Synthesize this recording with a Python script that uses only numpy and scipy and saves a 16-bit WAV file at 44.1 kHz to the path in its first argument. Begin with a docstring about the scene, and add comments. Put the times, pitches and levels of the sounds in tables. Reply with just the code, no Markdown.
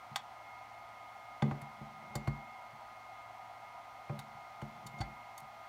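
"""Sharp clicks and small thuds, close by in a quiet room: batteries pushed one by one into a plastic
charger on a wooden desk. Each cell knocks into its slot, scrapes past the spring contact and snaps
home; shell and spring ring with the clicks, the hollow case and the desk with the knocks.
Behind them the charger's little cooling fan hums and whines throughout, the whine swelling while
a hand rests over it, and the charging coils sing faintly."""
import sys
import numpy as np
from scipy import signal
from scipy.fft import rfft, irfft
from scipy.io import wavfile

SR = 44100
rng = np.random.default_rng(int(sys.argv[2]) if len(sys.argv) > 2 else 0)


def dump_mix(stems):
    """Bounce the given channels to the path in sys.argv[1] as a 16-bit WAV at rate SR."""
    frames = np.atleast_2d(stems).T  # one column per channel
    limited = np.clip(frames, -1, 1)  # hard clip at full scale
    pcm = np.round(limited * 32767).astype(np.int16)
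    wavfile.write(sys.argv[1], SR, pcm)


N = 250488

# each cell's way into its slot, levels relative: landing t/s, rattle/dB, push start t/s, home t/s,
# friction at home/dB, spring ping/dB
CELLS = [(1.421, -28.5, 1.78, 2.275, -50.5, -46), (4.096, -39, 4.62, 5.009, -50.5, -35)]


def contact_clicks(shell_db, spring_db, edge_db):
    """A cell slips over the contacts: shell and spring ring, and each spot adds a note of its own."""
    # metal meets metal, levels relative: t/s, shell/dB, shell low cut/Hz, spring/dB, sharp edge/dB,
    # rise/ms, note f/Hz, note/dB
    contacts = [(0.159, -17.5, 1250, -20.5, -22.5, 0.075, 3370, -26),
                (1.422, -19, 950, -35, -54, 0.31, 3460, -33.5),
                (1.5112, -25, 800, -49, -64, 0.3, 3380, -54),
                (1.6156, -34.5, 800, -46.5, -36.5, 0.66, 10100, -52),
                (2.1540, -30, 500, -30, -23, 0.078, 7260, -36.5),
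                (2.1566, -33, 500, -42, -34, .2, 4800, -37),
                (2.2740, -24.5, 550, -39.5, -37, 0.7, 4200, -43),
                (4.0950, -31.5, 700, -53, -66, .5, 2410, -42.5),
                (4.1912, -32.5, 1100, -37.5, -29.5, 0.13, 3900, -40),
                (4.6166, -33.5, 700, -45.5, -43, .5, 3000, -48),
                (4.8654, -40, 700, -35, -29.5, 1.5, 7140, -38), (4.984, -49, 705, -44, -62, 2.2, 6750, -50),
                (5.0044, -30.5, 600, -34, -41, 2.6, 4450, -40),
                (5.0140, -27, 500, -36.5, -47, 0.35, 3420, -40),
                (5.3784, -43, 700, -41.5, -28.5, .3, 6430, -43), (5.4, -58, 700, -52, -37, .3, 14900, -56)]
    # modes of the plastic shell and the metal spring: f/Hz, relative level/dB, t60/s
    shell_modes = [(597, -0.5, 0.024), (787, 10.5, 0.034), (855.5, 8, 0.019), (1050, 3.5, 0.016),
                   (1244, 5, 0.023), (1273, 4.5, 0.016), (1540, 1.5, 0.012), (1800, -1.5, 0.0085),
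                   (2020, -6, 0.028), (2210, -3, 0.014), (2770, 1.5, 0.0018)]
    spring_modes = [(3030, -9, 0.02), (3640, -5.5, 0.023), (4476, 0.5, 0.014), (5420, 0, 0.0041),
                    (5800, 0, 0.0064), (6680, 1.5, 0.0039), (6900, 0, 0.0087), (7800, -4, 0.0029),
                    (9350, -0.5, 0.0023)]
    shell, spring, edge, notes = np.zeros((4, N))
    for s, shell_hit_db, low_cut_hz, spring_hit_db, edge_hit_db, rise_ms, note_hz, note_db in contacts:
        snap = chatter(rise_ms, spike_share=0.78)
        add(shell, s, from_db(shell_hit_db) * butter(snap, low_cut_hz, "high"))   # small, so little bass
        scrape = chatter(rise_ms, spike_share=0.1)
        add(spring, s, from_db(spring_hit_db) * scrape)
        add(edge, s, from_db(edge_hit_db) * scrape)
        add(notes, s, from_db(note_db) * metal_note(note_hz, rise_ms / 1000, t60=.014))
    plastic = from_db(shell_db) * body(shell, shell_modes)
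    metal = from_db(spring_db) * butter(body(spring, spring_modes), 1200, "high")
    sizzle = from_db(edge_db) * butter(edge, (7600, 13500), "band")
    return plastic + metal + sizzle + notes


def chatter(rise_ms, spike_share):
    """Force of one contact: a spike, then a rattle of tiny impacts; a slow scrape loses the spike."""
    t_ms = np.linspace(0, 40, SR // 25)
    length_ms = 9.5 + 0.6 * rise_ms   # a slower contact rattles longer
    swell = (1 - np.exp(-t_ms / rise_ms)) * np.exp(-(t_ms / length_ms) ** 2)
    spectrum = rfft(rng.standard_normal(len(t_ms)) * swell)
    flat = spectrum / np.abs(spectrum)   # hard impacts carry all pitches evenly
    rattle = irfft(flat, len(t_ms)) * np.sqrt(swell)
    spike_energy = spike_share * np.exp(-rise_ms / 2)
    force = rattle * np.sqrt((1 - spike_energy) / np.sum(rattle ** 2))
    force[0] += np.sqrt(spike_energy)
    return force


def metal_note(hz, rise_s, t60):
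    """A short metal ping that builds up as fast as the contact does."""
    t = np.arange(SR // 10) / SR
    return np.sin(2 * np.pi * hz * t) * (1 - np.exp(-t / rise_s)) * from_db(-60 * t / t60)


def spring_pings():
    """The loaded spring gives one longer note as a cell snaps home."""
    out = np.zeros(N)
    for _, _, _, home_s, _, ping_db in CELLS:
        add(out, home_s, from_db(ping_db) * metal_note(hz=4500, rise_s=0.0039, t60=0.049))
    return out


def desk_knocks(rub_db, rub_hz):
    """Knocks and friction pass through the hollow case and its rubber feet into the desk top."""
    # a cell knocks on the case, levels relative: t/s, desk ring/dB, overtones over that ring/dB,
    # thud on the feet/dB, rocking/dB, hollow clunk/dB
    cell_knocks = [(1.4219, -25.5, 1.5, -35, -59, -30.5), (1.513, -45, 12, -36.5, -52, -41.5),
                   (1.809, -43.5, 1.5, -50, -55, -48), (2.153, -35, -4.5, -36, -43, -34),
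                   (2.274, -28.5, -6, -27.5, -35.5, -39), (4.096, -33.5, -11, -41, -56, -37),
                   (4.122, -51, 4, -50, -66, -41), (4.62, -40, -0.5, -41, -50, -40.5),
                   (5.003, -58.5, 6, -29.5, -38.5, -51)]
    # fingers nudge the charger: t/s, relative desk ring/dB
    nudges = [(0.110, -48), (1.618, -44.5), (2.100, -50), (2.364, -51), (2.726, -56), (4.181, -42),
              (4.344, -56), (4.851, -45), (5.113, -53.5), (5.416, -54.5)]
    # modes of the desk top, the case and the charger on its feet: f/Hz, relative level/dB, t60/s
    desk_modes = [(141.9, 4, 0.22), (214.8, -1, 0.41), (236.4, -18.5, 1), (262, -14, 0.28),
                  (340.5, -17.5, .16), (414, -19.5, 0.24)]
    case_modes = [(347, -9, 0.065), (440, -10.5, 0.065), (480, -5.5, 0.065), (583, -1.5, 0.097)]
    feet_modes = [(88.5, -4, 0.071), (119.7, 5, 0.053), (331, -15.5, 0.12)]
    hard_hz, soft_hz = 450, 227   # soft contacts shake only the low modes
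    hard = [(*row, hard_hz) for row in cell_knocks]
    soft = [(s, db, -2, db - 5, db - 18, db - 12, soft_hz) for s, db in nudges]
    lowest, overtones, feet, rocking, case = np.zeros((5, N))
    for s, desk_db, overtones_db, thud_db, rock_db, clunk_db, hardness_hz in hard + soft:
        push = butter(signal.unit_impulse(SR // 20), hardness_hz, "low")
        add(lowest, s, from_db(desk_db) * push)
        add(overtones, s, from_db(desk_db + overtones_db) * push)   # set by where and how it lands
        add(feet, s, from_db(thud_db) * push)
        add(rocking, s, from_db(rock_db) * push)
        add(case, s, from_db(clunk_db) * push)
    friction = from_db(rub_db) * rubbing() * butter(rng.standard_normal(N), rub_hz, "low")
    wood = body(lowest + friction, desk_modes[:1]) - body(overtones + friction, desk_modes[1:])
    desk = from_db(-2.5) * butter(wood, 74, "high")
    charger = body(case + friction, case_modes) + body(feet, feet_modes) + ring(rocking, hz=53, t60=0.27)
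    return butter(desk + charger, 35, "high", order=4)


def rubbing():
    """Friction envelope: a cell rattles to rest after landing, then drags ever harder until home."""
    rattle_rise_s, fall_db_per_s = .02, 151
    swell_db_per_s, hold_s = 20, 0.071
    t, out = np.arange(N) / SR, np.zeros(N)
    for land_s, rattle_db, push_s, home_s, push_db, _ in CELLS:
        age = np.maximum(t - land_s, 0)
        out += np.minimum(age / rattle_rise_s, 1) * from_db(rattle_db - fall_db_per_s * age)
        to_go = np.maximum(home_s - t, 0)
        out += held(push_s, home_s + hold_s, fade_s=.07) * from_db(push_db - swell_db_per_s * to_go)
    return out


def fan_air(rms_db):
    """Turbulence of the blades, coloured by the ducts of the case."""
    # spectrum of the rushing air: f/Hz, relative level/dB
    air_spectrum = [(20, -51), (40, -1), (70, 2), (150, -3), (300, -2.5), (450, -5.5), (1100, 6.5),
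                    (1600, -1.5), (2600, -3.5), (3800, -11.5), (6000, -13.5), (7600, -19.5), (11000, -20.5),
                    (16000, -26)]
    # duct resonances: f/Hz, width/Hz, lift/dB
    ducts = [(734.8, 282, 17.5), (967.4, 22, 11), (1024, 73, 7), (1378, 86, 9), (2037, 240, 7),
             (3340, 1000, 1), (4140, 390, 4), (10370, 870, -4.5)]
    hz = np.fft.rfftfreq(N, 1 / SR)
    points_hz, points_db = np.transpose(air_spectrum)
    level_db = np.interp(np.log(hz + 1), np.log(points_hz), points_db)
    for centre_hz, width_hz, lift_db in ducts:
        level_db += lift_db * 2 ** -((2 * (hz - centre_hz) / width_hz) ** 2)
    rush = irfft(rfft(rng.standard_normal(N)) * from_db(level_db), N)
    return from_db(rms_db) * rms_one(rush)


def fan_tones(waver_db, jitter_hz):
    """Blades and bearing sing at multiples of the turning rate, wavering in the turbulent air."""
    # the fan's hum: multiple of the turning rate, rms level/dB
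    hum = [(1, -72.5), (2, -83), (11, -59), (12.4, -82.5), (14, -79.5), (15, -79), (18, -75.5), (20, -76),
           (22, -80), (28, -85), (29.6, -84), (31, -82.5), (33, -90), (39.8, -84), (44.1, -92.5)]
    start_hz, sag_hz_per_s, whine_multiple = 112.9, .1, 19
    turning_hz = start_hz - sag_hz_per_s * np.arange(N) / SR + jitter_hz * wander(rate_hz=12)
    angle = 2 * np.pi * np.cumsum(turning_hz) / SR
    out = np.zeros(N)
    for multiple, db in [*hum, (whine_multiple, whine_level(base_db=-63.5, drift_db=1.8))]:
        gain = from_db(db + waver_db * wander(rate_hz=24))
        out += gain * np.sin(multiple * angle + 2 * np.pi * rng.random())
    return np.sqrt(2) * out


def whine_level(base_db, drift_db):
    """In dB: the reflection off a resting hand adds to the whine, and briefly cancels it on lifting."""
    # a hand rests over the charger: start t/s, end t/s, dip as it lifts away/dB
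    hand_rests = [(-.4, .0, 15), (2.136, 2.597, 6), (4.94, 5.31, 4.5)]
    swell_db, dip_after_s, dip_width_s = 3.5, .2, .14
    t = np.arange(N) / SR
    level_db = base_db + drift_db * wander(rate_hz=6)
    for start_s, end_s, dip_db in hand_rests:
        lifting = np.exp(-((t - end_s - dip_after_s) / dip_width_s) ** 2)
        level_db += swell_db * held(start_s, end_s, fade_s=.04) - dip_db * lifting
    return level_db


def coils(width_hz):
    """The charging coils sing in thin, unsteady tones that come and go."""
    # coil tones: f/Hz, rms level/dB, start t/s, end t/s
    coil_tones = [(11714, -91, .4, 1.8), (14481, -93, 2.4, 5.68), (14481, -90, 4.4, 5.68)]
    out = np.zeros(N)
    for hz, db, start_s, end_s in coil_tones:
        tone = rms_one(butter(rng.standard_normal(N), [hz - width_hz / 2, hz + width_hz / 2], "band"))
        out += from_db(db) * tone * held(start_s, end_s, fade_s=.1)
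    return out


def room(x, build_s):
    """Diffuse reflections in octave bands; the treble dies first."""
    # room tail: centre f/Hz, relative level/dB, t60/s
    bands = [(375, -9, 0.52), (734, -11, 0.19), (1580, -7, 0.13), (2950, -9.5, 0.15), (6600, -13, 0.12),
             (12500, -19, 0.092)]
    t = np.arange(SR // 2) / SR
    build_up = 1 - np.exp(-(t / build_s) ** 2)
    tail = np.zeros(len(t))
    for hz, db, t60 in bands:
        dying = rng.standard_normal(len(t)) * from_db(-60 * t / t60) * build_up
        octave = [hz / np.sqrt(2), hz * np.sqrt(2)]
        tail += from_db(db) * butter(dying / np.linalg.norm(dying), octave, "band")
    return signal.fftconvolve(x, tail)[:N]


def body(force, modes):
    """All modes of an object, neighbours swinging in opposite sense."""
    return sum((-1) ** k * from_db(db) * ring(force, hz, t60) for k, (hz, db, t60) in enumerate(modes))


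def ring(force, hz, t60):
    """One mode: a unit click sets a sine of height 1 ringing."""
    decay, step = from_db(-60 / (t60 * SR)), 2 * np.pi * hz / SR
    return signal.lfilter([0, np.sin(step)], [1, -2 * decay * np.cos(step), decay ** 2], force + 1e-18)


def held(start_s, end_s, fade_s):
    """1 between two times, fading to 0 on either side."""
    return np.interp(np.arange(N) / SR, [start_s - fade_s, start_s, end_s, end_s + fade_s], [0, 1, 1, 0])


def wander(rate_hz):
    """Slow random drift with spread near 1."""
    knots = rng.standard_normal(1000)
    return np.interp(np.arange(N) / SR * rate_hz, np.arange(len(knots)), knots)


def from_db(db):
    """Decibels to gain."""
    return 10 ** (np.asarray(db) / 20)


def rms_one(x):
    """Scale to rms 1."""
    return x / np.sqrt(np.mean(x ** 2) + 1e-20)


def butter(x, hz, kind, order=2):
    """Causal Butterworth filter."""
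    return signal.sosfilt(signal.butter(order, np.clip(hz, 10, .45 * SR), kind, fs=SR, output="sos"), x)


def add(track, s, sound):
    """Mix a sound into a track at time s."""
    start = round(s * SR)
    track[start:start + len(sound)] += sound[:N - start]


def scene():
    """Clicks and knocks with a touch of room, over a dry bed of fan and coils."""
    clicks = contact_clicks(shell_db=-12.0, spring_db=-9.0, edge_db=5.0)
    handling = clicks + spring_pings() + desk_knocks(rub_db=-33.5, rub_hz=437)
    bed = fan_air(rms_db=-52.5) + fan_tones(waver_db=2.12, jitter_hz=0.038) + coils(width_hz=42)
    return (handling + room(handling, build_s=.006) + bed)[None, :]


def record(dry):
    """The top is cut steeply."""
    cutoff_hz = 15900
    return signal.sosfilt(signal.ellip(12, .1, 70, cutoff_hz, fs=SR, output="sos"), dry)


dry = scene()
out = record(dry)
dump_mix(out)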